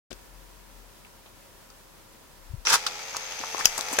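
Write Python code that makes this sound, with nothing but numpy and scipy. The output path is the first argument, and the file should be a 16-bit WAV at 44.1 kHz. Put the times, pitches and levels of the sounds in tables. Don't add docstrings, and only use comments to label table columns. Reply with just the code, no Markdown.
import sys
import numpy as np
from scipy import signal
from scipy.fft import rfft, irfft
from scipy.io import wavfile

SR = 44100
rng = np.random.default_rng(int(sys.argv[2]) if len(sys.argv) > 2 else 0)


def wav_record(signal):
    frames = np.transpose(np.atleast_2d(signal))
    bounded = np.clip(frames, -1, 1)
    quanta = np.round(bounded * 32767).astype(np.int16)
    wavfile.write(sys.argv[1], SR, quanta)


N = 176400
T = np.arange(N) / SR
HZ = np.fft.rfftfreq(N, 1 / SR)
BURST_HZ = np.fft.rfftfreq(4096, 1 / SR)

# f/Hz, left-right correlation
DRIVE_LIKENESS = [(180, 0.35), (550, 0.81), (1100, 0.73), (2000, 0.05), (4970, 0.02)]


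def motor(wobble=.005, flutter=.26, pulsing=.28):
    # t/s, f/Hz
    shaft_speed = [(2.7, 81.6), (2.82, 86), (2.96, 82), (3.07, 92), (3.2, 86.8), (3.5, 90), (3.62, 87),
                   (3.74, 90), (3.88, 85), (4, 85.4)]
    # t/s, body level/dB, treble level/dB
    whir = [(2.64, -86, -90), (2.67, -42.5, -31.5), (2.83, -44.5, -42), (3.08, -45.5, -42),
            (3.36, -45, -41.5), (3.52, -43.5, -40.5), (3.6, -39.5, -38), (3.71, -42.5, -40),
            (3.85, -40, -39.5), (4, -40, -38)]
    # multiple of the shaft speed, level/dB
    orders = [(5, -2.5), (6, 1), (7, -2.5), (8, 3), (9, -1), (10, .5), (24, -2), (26, -13), (30, -1)]
    # f/Hz, level/dB
    gear_colour = [(88, -22), (150, -19), (361, -17.5), (480, -6), (566, -8.5), (854, 2), (1060, -7),
                   (1290, -2), (1600, -5), (2200, -2.5), (3920, -11), (4860, -8.5), (5500, -9),
                   (6400, -8.5), (8900, -22), (14500, -19.5), (16000, -34)]
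    # f/Hz, left over right/dB
    gear_balance = [(110, 9), (380, 7), (700, -11.5), (1290, 6), (2380, 2), (4400, 1.5), (8120, 7),
                    (15000, 5)]
    # t/s, top octave level/dB
    sheen = [(3.3, -3.5), (3.87, 1.5)]
    speed = curve(shaft_speed) * (1 + wobble * drift(19.66))
    turns = np.cumsum(speed) / SR
    angle = 2 * np.pi * turns
    sides = pan(read(gear_balance, HZ))
    colour = amp(read(gear_colour, HZ)) * sides
    tones = sum(amp(db) * (1 + flutter * drift(4.9)) * np.cos(k * angle + 2 * np.pi * rng.random())
                for k, db in orders)
    tones = unit(irfft(rfft(tones) * sides, N))
    one_turn = irfft(np.exp(2j * np.pi * rng.random((2, 130))), 4096)
    looped = np.array([np.interp(turns % 1, np.linspace(0, 1, len(w)), w) for w in one_turn])
    buzz = pair(looped, colour)
    pulsed_noise = rng.standard_normal((2, N)) * (1 + pulsing * np.cos(angle))
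    grit = pair(pulsed_noise * amp(2.6 * drift(220)), colour)
    body, fizz = halves(grit + amp(-2) * buzz)
    fizz = brighten(scatter(fizz, decay_s=.013, direct=1.52), curve(sheen))
    low = amp(-6) * tones + amp(.65) * body
    high = amp(2) * fizz + gear_teeth(turns, speed)
    return amp(curve(whir)) * low + amp(curve(whir, axis=2)) * high


def gear_teeth(turns, speed, width_hz=175, spread_db=3.5, decay_s=.0017, pan_db=8):
    # t/s, f/Hz, level against the gear treble/dB
    tooth_ring = [(2.7, 5760, -15), (3.12, 6460, -6), (3.2, 6360, -2), (3.52, 6100, -2.5), (4, 6240, -3.5)]
    force = amp(spread_db * rng.standard_normal(N).clip(-2, 2))[turns.astype(int)]
    since_tick = (turns % 1) / speed
    strikes = force * (.27 + np.exp(-since_tick / decay_s))
    contact = pair(rng.standard_normal((2, N)) * strikes, 1)
    carrier = np.exp(2j * np.pi * np.cumsum(curve(tooth_ring)) / SR)
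    pole = np.exp(-2 * np.pi * width_hz / SR)
    ring = carrier * signal.lfilter([1], np.poly([pole, pole]), contact / carrier)
    return amp(curve(tooth_ring, axis=2)) * pan(pan_db) * unit(ring.real)


def rattle(hits_per_s=6000, spread_db=2, scrape=.34, judder_db=2.5):
    # t/s, body level/dB, treble level/dB
    envelope = [(2.648, -71, -68), (2.653, -40, -31), (2.664, -38.5, -32), (2.674, -31.5, -30.5),
                (2.695, -33.5, -27), (2.702, -25.5, -17), (2.714, -25.5, -24.5), (2.722, -26, -24),
                (2.73, -26, -19.5), (2.743, -29, -19), (2.756, -27.5, -21), (2.77, -37.5, -33),
                (2.83, -72, -74)]
    # f/Hz, level/dB
    colour = [(100, -47), (321, -20), (484, -8.5), (759, -15.5), (923, 1.5), (1020, -10), (1240, -4),
              (1660, -3.5), (2180, -11.5), (2550, -9.5), (4160, -11), (5570, -6), (10600, -20.5),
              (16000, -30.5)]
    # f/Hz, left over right/dB
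    balance = [(290, 23), (640, -15), (1410, 5), (3100, -2), (6820, 1), (15000, -6)]
    hits = (rng.random(N) < hits_per_s / SR) * amp(spread_db * rng.standard_normal(N).clip(-2, 2))
    contact = hits * rng.choice([-1, 1], (2, N)) + scrape * rng.standard_normal((2, N))
    contact *= amp(judder_db * drift(220))
    shaken = pair(contact, amp(read(colour, HZ)) * pan(read(balance, HZ)))
    body, treble = halves(chassis(shaken, ring_db=-46))
    treble = scatter(treble, decay_s=.007, direct=1.17)
    force_db = curve(envelope, axis=2)
    treble = brighten(treble, .59 * (force_db + 25.5))
    return amp(curve(envelope)) * body + amp(force_db) * treble


def levers(thud_hz=331):
    # t/s, left over right/dB, thud level/dB, body level/dB, body f/Hz,
    # tick level/dB, tick f/Hz, decay/s
    knocks = [(.107, 17, -43.5, -49.5, 1550, -43.5, 5040, 0.017),
              (0.115, 25, -34.5, -39, 496, -39, 2980, 0.0054),
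              (0.129, 24, -31.5, -41, 1400, -32.5, 4540, 0.0015),
              (1.048, 2, -67, -60, 1000, -50, 2300, 0.01), (1.26, 2, -55, -52.5, 805, -51.5, 3000, 0.01),
              (1.701, 4, -72, -50, 1200, -45, 5150, 0.0033), (2.651, 5, -60, -37, 980, -32, 4760, 0.0029),
              (2.67, -1, -48, -23, 1400, -17, 2750, 0.0029),
              (2.7186, 10, -54, -17, 1300, -30, 4580, 0.0017),
              (2.7295, -4, -44, -16, 1010, -17, 7050, .0035),
              (2.7401, 4, -48, -14, 1200, -13.5, 7000, 0.0029),
              (2.748, 1, -43, -17.5, 1130, -28, 5500, .003),
              (2.8651, 1.5, -59, -25, 1330, -19, 4600, 0.0071),
              (3.1459, -3, -55, -29.5, 1070, -46, 5000, 0.0064),
              (3.167, 0, -44, -27.5, 1130, -21, 5800, 0.0028),
              (3.403, 24, -32.5, -37, 700, -33, 4000, 0.0038),
              (3.437, 1.5, -59, -25, 1072, -44, 4996, 0.0036),
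              (3.5461, 13, -30, -22.5, 890, -36, 3500, 0.0024),
              (3.579, 0, -53, -30.5, 990, -38, 7007, .008), (3.592, 7, -44, -33, 1080, -29.5, 5750, 0.0099),
              (3.6086, 10, -42, -19.5, 1490, -36, 6000, 0.0024),
              (3.646, 5, -50, -35, 1500, -27, 4400, 0.0088),
              (3.655, 12, -32, -23, 1190, -14, 10500, 0.0022),
              (3.7783, 5, -50, -28.5, 900, -20.5, 6670, 0.0035),
              (3.789, 2, -36.5, -27, 899.5, -31.5, 7770, 0.0043),
              (3.8099, 20, -32, -37, 1540, -7, 5500, 0.00038), (3.912, 0, -39, -37, 750, -36, 5930, 0.0065),
              (3.9284, 4.5, -33.5, -30.5, 851, -27, 7800, 0.0094),
              (3.9858, 2, -31, -20.5, 679.6, -21, 2580, 0.0062),
              (3.988, 4.5, -41, -14.5, 1529, -15, 6840, 0.0043)]
    mix = np.zeros((2, N))
    for s, pan_db, thud_db, body_db, body_hz, tick_db, tick_hz, decay_s in knocks:
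        layers = [(thud_db, band(thud_hz, octaves=.6)),
                  (body_db, band(body_hz, octaves=.38)),
                  (tick_db, band(tick_hz, octaves=.64))]
        add(mix, s, pan(pan_db) * sum(amp(db) * burst(colour, decay_s) for db, colour in layers))
    return mix


def disc_slips():
    # t/s, level/dB, hold/s
    slips = [(2.656, -31.5, 0.0065), (2.662, -25.5, 0.0024), (2.6698, -14.5, .001), (2.681, -24, 0.0037),
             (2.686, -32, .008)]
    mix = np.zeros((2, N))
    for s, db, hold_s in slips:
        add(mix, s, amp(db) * burst(band(5700, octaves=.09), decay_s=.0018, hold_s=hold_s))
    return mix


def latch(at_s=3.6552, pan_db=5.5, level_db=-4.2):
    # f/Hz, level/dB
    colour = [(100, -38), (2200, -19.5), (3000, -6), (3500, -17.5), (4400, -11.5), (4790, -4), (6200, 0.5),
              (6900, -6), (9000, -19), (11600, -14), (16000, -32)]
    snap = burst(amp(read(colour, BURST_HZ)), decay_s=.0018, hold_s=.002)
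    mix = np.zeros((2, N))
    add(mix, at_s, pan(pan_db) * amp(level_db) * snap)
    return mix


def chassis(x, ring_db):
    # f/Hz, level/dB, t60/s
    modes = [(927, -5, 0.1), (1110, -3, 0.082), (1265, -8, 0.14), (1384, -7, 0.099), (1590, -7, 0.11),
             (2603, 10, 0.044), (3430, 4, 0.057), (4840, 5, 0.07)]
    t = T[:SR // 4]
    ring = sum(amp(db - 60 * t / t60) * np.cos(2 * np.pi * hz * t + rng.uniform(-.91, 1, (2, 1)))
               for hz, db, t60 in modes)
    return x + amp(ring_db) * signal.oaconvolve(x, ring, axes=1)[:, :N]


def scatter(x, decay_s, direct):
    t = T[:SR // 10]
    echoes = rng.standard_normal((2, len(t))) * np.exp(-t / decay_s)
    echoes /= np.linalg.norm(echoes, axis=1, keepdims=True)
    return unit(direct * x + signal.oaconvolve(x, echoes, axes=1)[:, :N])


def low_bumps(pan_db=14):
    # t/s, f/Hz, width/s, level/dB
    bumps = [(2.512, 62, 0.01, -32), (2.543, 109, 0.0072, -25.5), (2.55, 34.3, 0.14, -43),
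             (2.585, 52, 0.011, -35), (3.7, 22, 0.059, -46)]
    return pan(pan_db) * sum(amp(db) * np.exp(-((T - s) / width) ** 2) * np.cos(2 * np.pi * hz * (T - s))
                             for s, hz, width, db in bumps)


def hum(pan_db=12):
    # t/s, f/Hz, level/dB
    run_down = [(.13, 44.8, -54), (.75, 43.04, -54.5), (1.5, 38.2, -63), (3, 30.6, -64)]
    level = np.sqrt(2) * amp(curve(run_down, axis=2)) * (1 + .3 * drift(7.1))
    return pan(pan_db) * level * np.sin(2 * np.pi * np.cumsum(curve(run_down)) / SR)


def idle(waver_rad=.7):
    # f/Hz, level/dB
    tones = [(540, -67.5), (952, -68.5), (992, -70), (1036, -76), (1078, -74), (1355, -76), (1396, -81.5),
             (1755, -76)]
    return sum(amp(db) * np.cos(2 * np.pi * hz * T + waver_rad * drift(7.2) + rng.uniform(-.88, 1, (2, 1)))
               for hz, db in tones)


def hiss(level_db=-52.5):
    # f/Hz, level/dB
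    spectrum = [(15, -30), (30, -17), (70, -10.5), (300, -14), (540, -15.5), (700, -16.5), (1300, -19.5),
                (2600, -23.5), (15500, -28)]
    # f/Hz, left over right/dB
    balance = [(80, 5.5), (250, 3), (600, 0), (1500, 0)]
    # f/Hz, left-right correlation
    likeness = [(60, 0.21), (240, 0.19), (950, 0.18), (3770, 0.01)]
    colour = amp(read(spectrum, HZ)) * pan(read(balance, HZ))
    return amp(level_db + .51 * drift(9.9)) * pair(rng.standard_normal((2, N)), colour, likeness)


def room(x, t60=.22, wet_db=-17):
    t = T[:SR // 3]
    taps = rng.standard_normal((2, len(t))) * (rng.random((2, len(t))) < .05)
    taps *= (t > .004) * amp(-60 * t / t60)
    return x + amp(wet_db) * signal.oaconvolve(x, taps / np.linalg.norm(taps[0]), axes=1)[:, :N]


def burst(colour, decay_s, hold_s=0, attack_s=.00042, tail_db=-28.5):
    t = T[:2 * (len(colour) - 1)]
    late = np.maximum(t - hold_s, 0)
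    tail = amp(tail_db) * np.exp(-late / min(.04, 8 * decay_s))
    shape = np.minimum(t / attack_s, 1) * (np.exp(-late / decay_s) + tail)
    sound = pair(rng.standard_normal((2, len(t))), colour) * shape
    return sound * np.linalg.norm(shape) / np.linalg.norm(sound, axis=1, keepdims=True)


def band(centre_hz, octaves):
    return 1 / (1 + (np.log2((BURST_HZ + 1) / centre_hz) / octaves) ** 2 / 2) ** 2


def brighten(x, db, shelf_hz=8200):
    sheen = irfft(rfft(x) * (1 - 1 / (1 + (HZ / shelf_hz) ** 10)), N)
    return x + sheen * (amp(db) - 1)


def halves(x, split_hz=2400):
    low = irfft(rfft(x) / (1 + (HZ / split_hz) ** 4), N)
    return unit(low), unit(x - low)


def pair(two, colour, likeness=DRIVE_LIKENESS):
    hz = np.fft.rfftfreq(two.shape[1], 1 / SR)
    left, other = rfft(two)
    alike = np.clip(read(likeness, hz), -.98, .98)
    right = alike * left + np.sqrt(1 - alike ** 2) * other
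    return unit(irfft(np.array([left, right]) * colour, two.shape[1]))


def drift(rate_hz):
    return unit(irfft(rfft(rng.standard_normal(N)) / (1 + (HZ / rate_hz) ** 4), N))


def curve(rows, axis=1):
    rows = np.array(rows)
    return np.interp(T, rows[:, 0], rows[:, axis])


def read(points, hz):
    f, value = np.transpose(points)
    return np.interp(np.log(hz + 1), np.log(f + 1), value)


def pan(db):
    gains = amp(np.array([[.5], [-.5]]) * db)
    return gains / np.sqrt((gains ** 2).mean(0))


def add(mix, s, sound):
    part = mix[:, round(s * SR):][:, :sound.shape[1]]
    part += sound[:, :part.shape[1]]


def amp(db):
    return 10 ** (np.asarray(db) / 20)


def unit(x):
    return x / np.sqrt(np.mean(abs(x) ** 2) + 1e-20)


def scene():
    mechanism = motor() + rattle() + chassis(levers() + disc_slips() + latch(), ring_db=-49)
    return room(mechanism) + low_bumps() + hum() + idle() + hiss()


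def record(dry, start_s=.105, cutoff_hz=16100):
    clipped = np.clip(dry * (T > start_s), -1, 1)
    lowpass = signal.firwin(511, cutoff_hz, window=("kaiser", 9), fs=SR)
    return signal.oaconvolve(clipped, lowpass[None], "same")


dry = scene()
out = record(dry)
wav_record(out)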